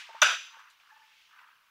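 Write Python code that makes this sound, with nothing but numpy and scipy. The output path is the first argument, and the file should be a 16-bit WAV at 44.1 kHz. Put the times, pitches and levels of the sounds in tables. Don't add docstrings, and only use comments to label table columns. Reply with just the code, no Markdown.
import sys
import numpy as np
from scipy import signal
from scipy.fft import rfft, irfft, next_fast_len
from scipy.io import wavfile
from scipy.ndimage import uniform_filter1d, map_coordinates

SR = 44100
rng = np.random.default_rng(int(sys.argv[2]) if len(sys.argv) > 2 else 0)


def persist_wave(psi):
    counts = np.round(np.clip(psi, -1, 1) * 32767).astype(np.int16)
    wavfile.write(sys.argv[1], SR, np.atleast_2d(counts).T)


N = 74970


def amp(db):
    return 10 ** (np.asarray(db) / 20)


def unit_rms(x):
    return x / np.sqrt(np.mean(x ** 2) + 1e-20)


def along(points, hz):
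    knots_hz, values = np.transpose(points)
    return np.interp(np.log(hz + 1), np.log(knots_hz + 1), values)


def since(start_s):
    return np.maximum(np.arange(N) / SR - start_s, 0)


def ramp(start_s, length_s):
    return np.minimum(since(start_s) / length_s, 1)


def contour(points):
    return amp(np.interp(since(0), *np.transpose(points)))


def strike(start_s, attack_s, t60_s):
    t = since(start_s)
    return (1 - np.exp(-t / attack_s)) * np.exp(-np.log(1000) * t / t60_s)


def wobble(knots_per_s):
    return map_coordinates(rng.standard_normal(N // 8), [np.arange(N) * knots_per_s / SR], mode="wrap")


def filtered(x, gain_at_hz):
    size = next_fast_len(N + SR // 2)
    return irfft(rfft(x, size) * gain_at_hz(np.fft.rfftfreq(size, 1 / SR)), size)[:N]


def octaves(hz):
    return np.log2((hz + 20) / 2000)


def noise(colour, tilt_db_per_oct=0):
    white = rng.standard_normal(N)
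    return unit_rms(filtered(white, lambda hz: amp(along(colour, hz) + tilt_db_per_oct * octaves(hz))))


# time in seconds, level in dB.
RUB_LEVELS = [(0, -57.5), (.17, -51), (.3, -64), (0.478, -57), (0.608, -50), (.69, -57.5), (.77, -65.5),
              (.91, -58.5), (1.05, -65), (1.248, -75), (1.32, -57.5), (1.388, -53), (1.47, -55),
              (1.56, -61), (1.609, -64.5), (1.7, -66.5)]
# frequency in Hz, relative level in dB.
RUB_COLOUR = [(300, -58), (700, -24), (930, -5), (1100, -1.5), (1290, 1), (1420, -2.5), (1560, 1),
              (1900, -10.5), (2260, -13.5), (2900, -17.5), (4500, -35), (9000, -41.5)]

def hands(grain_db=2.5):
    grain = amp(grain_db * wobble(250))
    return contour(RUB_LEVELS) * unit_rms(grain * noise(RUB_COLOUR))


# time in seconds, level in dB.
BRUSH_LEVELS = [(0, -43), (.05, -50.5), (.12, -56.5), (.2, -56.5), (.6, -62.5), (.78, -65.5), (.92, -64),
                (1.08, -62.5), (1.22, -60.5), (1.349, -64.5), (1.499, -67.5), (1.7, -69.5)]
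# frequency in Hz, relative level in dB.
BRUSH_COLOUR = [(400, -48), (900, -14.5), (1700, -6), (2300, -3.5), (2900, -3), (3700, -9), (6000, -16),
                (8500, -25.5), (15000, -38)]

def sleeves():
    return contour(BRUSH_LEVELS) * noise(BRUSH_COLOUR)


# frequency in Hz, relative level in dB.
HISS_COLOUR = [(25, -9), (120, -8), (400, -6), (1000, 0.5), (4000, -5.5), (8000, -11.5), (12000, -7),
               (15500, -5.5)]

def hiss(level_db=-69.5):
    return amp(level_db) * noise(HISS_COLOUR)


# frequency in Hz, T60 in seconds.
TILE_DECAY = [(200, 0.49), (600, 0.51), (1400, 0.59), (3000, 0.55), (6000, 0.56), (9000, 0.38),
              (15000, 0.88)]

def tile_decay(x, start_s):
    hz, t, spectra = signal.stft(x, SR, nperseg=512)
    fade = np.exp(-np.log(1000) * np.maximum(t - start_s, 0) / along(TILE_DECAY, hz)[:, None])
    return signal.istft(spectra * fade, SR, nperseg=512)[1][:N]


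# start in seconds, length in seconds, pitch in Hz, level in dB, relative overtone level in dB.
CREAKS = [(0.085, 0.032, 911, -44.5, -18.5), (0.148, 0.013, 906, -46, -42), (0.509, .09, 910.4, -58, -9),
          (0.871, .2, 880.7, -66.5, -4), (0.902, .016, 868, -66.5, 8.5), (0.912, 0.042, 872, -54, -14.5),
          (.961, 0.017, 899, -55, -4), (1.013, 0.019, 884, -69, 8.5), (1.085, 0.019, 874, -64, -1.5)]

def creaks(pitch_wander=0.007, third_vs_second_db=-9, echo_db=-2):
    squeaks = np.zeros(N)
    for start_s, length_s, hz, db, overtone_db in CREAKS:
        phase = 2 * np.pi * np.cumsum(hz * (1 + pitch_wander * wobble(240))) / SR
        overtones = np.sin(2 * phase) + amp(third_vs_second_db) * np.sin(3 * phase)
        tone = np.sin(phase) + amp(overtone_db) * overtones
        squeaks += amp(db) * np.sqrt(2) * tone * np.sin(np.pi * ramp(start_s, length_s))
    tail = tile_decay(rng.standard_normal(N), 0)
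    return squeaks + amp(echo_db) * signal.fftconvolve(squeaks, tail / np.linalg.norm(tail))[:N]


# start in seconds, level in dB.
BUMPS = [(0.091, -44), (.143, -45.5), (0.567, -56), (.965, -66)]
# frequency in Hz, relative level in dB.
BUMP_COLOUR = [(40, -32), (300, -23), (520, -4.5), (900, 0.5), (1500, -10.5), (2700, -18), (5000, -30),
               (12000, -56)]

def bumps(attack_s=0.002, t60_s=0.066):
    return sum(amp(db) * strike(start_s, attack_s, t60_s) * noise(BUMP_COLOUR) for start_s, db in BUMPS)


# start in seconds, relative ring level in dB, ring tilt in dB/octave, relative crack level in dB.
SLAPS = [(0.2166, -13.5, 11.5, -15.5), (.2191, -1, 2, -4.5), (.2222, -2.5, 1.5, -4),
         (.2256, -4, -3.5, -8.5), (0.2306, -20.5, 8.5, -9.5)]
# frequency in Hz, relative level in dB, T60 in seconds.
WHEEL_MODES = [(605, -27, 0.072), (1362, -20, 0.091), (1473, -19.5, 0.037), (1495, -14.5, 0.046),
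               (1598, -23, 0.23), (2105, -31.5, 0.065), (2390, -20.5, 0.084), (2556, -23.5, 0.24),
               (2610, -32.5, .06), (3050, -25, 0.048), (3491, -22, .07), (6120, -27.5, 0.021),
               (6540, -39.5, .03)]
# frequency in Hz, relative level in dB.
CRACK_COLOUR = [(30, -41.5), (150, -49), (330, -40.5), (520, -15), (1000, 1.5), (1450, 7.5), (1900, -10),
                (2600, 1.5), (3700, -1.5), (4200, -12.5), (5400, -11.5), (6000, -5.5), (6700, -9.5),
                (8500, -26.5), (15500, -31)]
AIR_PUSH_COLOUR = [(25, -0.5), (60, -1), (130, -9), (300, -13), (600, -43.5)]

def bead(ring_gain_db=-0.5, crack_gain_db=-8.5, push_db=-64.5, attack_s=0.0005, low_cut_hz=530):
    bang = np.zeros(N)
    for start_s, ring_db, tilt, crack_db in SLAPS:
        for hz, mode_db, t60_s in WHEEL_MODES:
            gain = amp(ring_gain_db + ring_db + mode_db + tilt * octaves(hz))
            bang += gain * strike(start_s, attack_s, t60_s) * np.sin(2 * np.pi * hz * since(start_s))
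        crack = strike(start_s, attack_s, t60_s=0.027) * noise(CRACK_COLOUR, tilt / 2)
        bang += amp(crack_gain_db + crack_db) * crack
    low_cut = signal.butter(6, low_cut_hz, "high", fs=SR, output="sos")
    push = strike(SLAPS[0][0], attack_s=0.0024, t60_s=0.19) * noise(AIR_PUSH_COLOUR)
    return signal.sosfilt(low_cut, bang) + amp(push_db) * push


def skid(start_s=0.2177, length_s=0.0025, hz=6040, level_db=-11.5):
    envelope = np.sin(np.pi * ramp(start_s, length_s))
    return amp(level_db) * envelope * np.sin(2 * np.pi * hz * since(start_s))


# frequency in Hz, relative level in dB.
SPOKE_TONES = [(392, -51), (592, -44), (1317, -28), (1380, -32), (1476, -25), (1580, -28), (2394, -34),
               (2422, -34), (2554, -26), (2701, -35), (2783, -34), (2805, -33), (2933, -33), (3205, -39),
               (3486, -32), (3863, -37), (5990, -37), (6044, -40), (7061, -44)]

def spokes(start_s, rise_s, t60_s=0.46, gain_db=-1, waver_rad=0.2):
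    tones = np.zeros(N)
    for hz, db in SPOKE_TONES:
        phase = 2 * np.pi * (hz * since(0) + rng.random())
        tones += amp(db) * np.sin(phase + waver_rad * wobble(28))
    return amp(gain_db) * strike(start_s, rise_s, t60_s) * tones


# frequency in Hz, relative level in dB.
ECHO_COLOUR = [(60, -58.5), (200, -50), (340, -41.5), (540, -14.5), (1100, -11.5), (1450, 1.5),
               (1800, -6.5), (2180, -10), (2450, -4.5), (3000, -5), (3750, -6.5), (4200, -19),
               (4900, -10.5), (5450, -20.5), (6000, -4.5), (6500, -20), (7300, -18), (8700, -33),
               (10000, -34.5), (10500, -26), (11500, -41.5), (15500, -42.5)]
# frequency in Hz, gain in dB.
LATE_ECHO_EQ = [(300, -6), (900, -13), (1450, -8), (2500, -3), (4800, -2.5), (6000, -3.5), (7500, 2),
                (11000, -3.5)]

def room(start_s=0.219, rise_s=0.0033, wash_gain_db=-20.5, far_walls_db=1.5):
    build_up = 1 - np.exp(-since(start_s) / rise_s)
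    wash = amp(wash_gain_db) * build_up * tile_decay(noise(ECHO_COLOUR), start_s)
    far_walls = amp(far_walls_db * ramp(start_s=0.248, length_s=0.011))
    echo = wash * far_walls + spokes(start_s, rise_s)
    thinned = filtered(echo, lambda hz: amp(along(LATE_ECHO_EQ, hz)))
    late = ramp(start_s=0.3416, length_s=0.039)
    return (1 - late) * echo + late * thinned


# start in seconds, level in dB, tilt in dB/octave.
TICKS = [(0.592, -56.5, -4), (0.699, -59, 2), (.799, -58.5, -5.5), (1.387, -62, -7), (1.562, -74, -9.5)]
# frequency in Hz, relative level in dB.
TICK_COLOUR = [(60, -70), (400, -34), (900, -11), (2500, -1.5), (7000, -10.5), (15000, -25)]

def ticks(attack_s=0.001, t60_s=0.15):
    return sum(amp(db) * strike(start_s, attack_s, t60_s) * noise(TICK_COLOUR, tilt)
               for start_s, db, tilt in TICKS)


def scene():
    return (hands() + sleeves() + hiss() + creaks() + bumps() + bead() + skid() + room() + ticks())[None]


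# frequency in Hz, threshold in dB.
GATE_THRESHOLDS = [(100, -100), (350, -75.5), (600, -70), (1000, -62.5), (1400, -53.5), (2100, -77.5),
                   (6000, -96), (12000, -84)]

def record(dry):
    depth_db, top_hz, taper_hz = 5, 15900, 300
    hz, _, spectra = signal.stft(dry[0], SR, nperseg=512)
    power = np.abs(uniform_filter1d(np.abs(spectra) ** 2, size=5, axis=0))
    weakness = 1 / (1 + power / amp(along(GATE_THRESHOLDS, hz))[:, None] ** 2)
    gated = signal.istft(spectra * amp(-depth_db * weakness), SR, nperseg=512)[1][:N]
    return filtered(gated, lambda hz: np.clip((top_hz - hz) / taper_hz, 0, 1))[None]


dry = scene()
out = record(dry)
persist_wave(out)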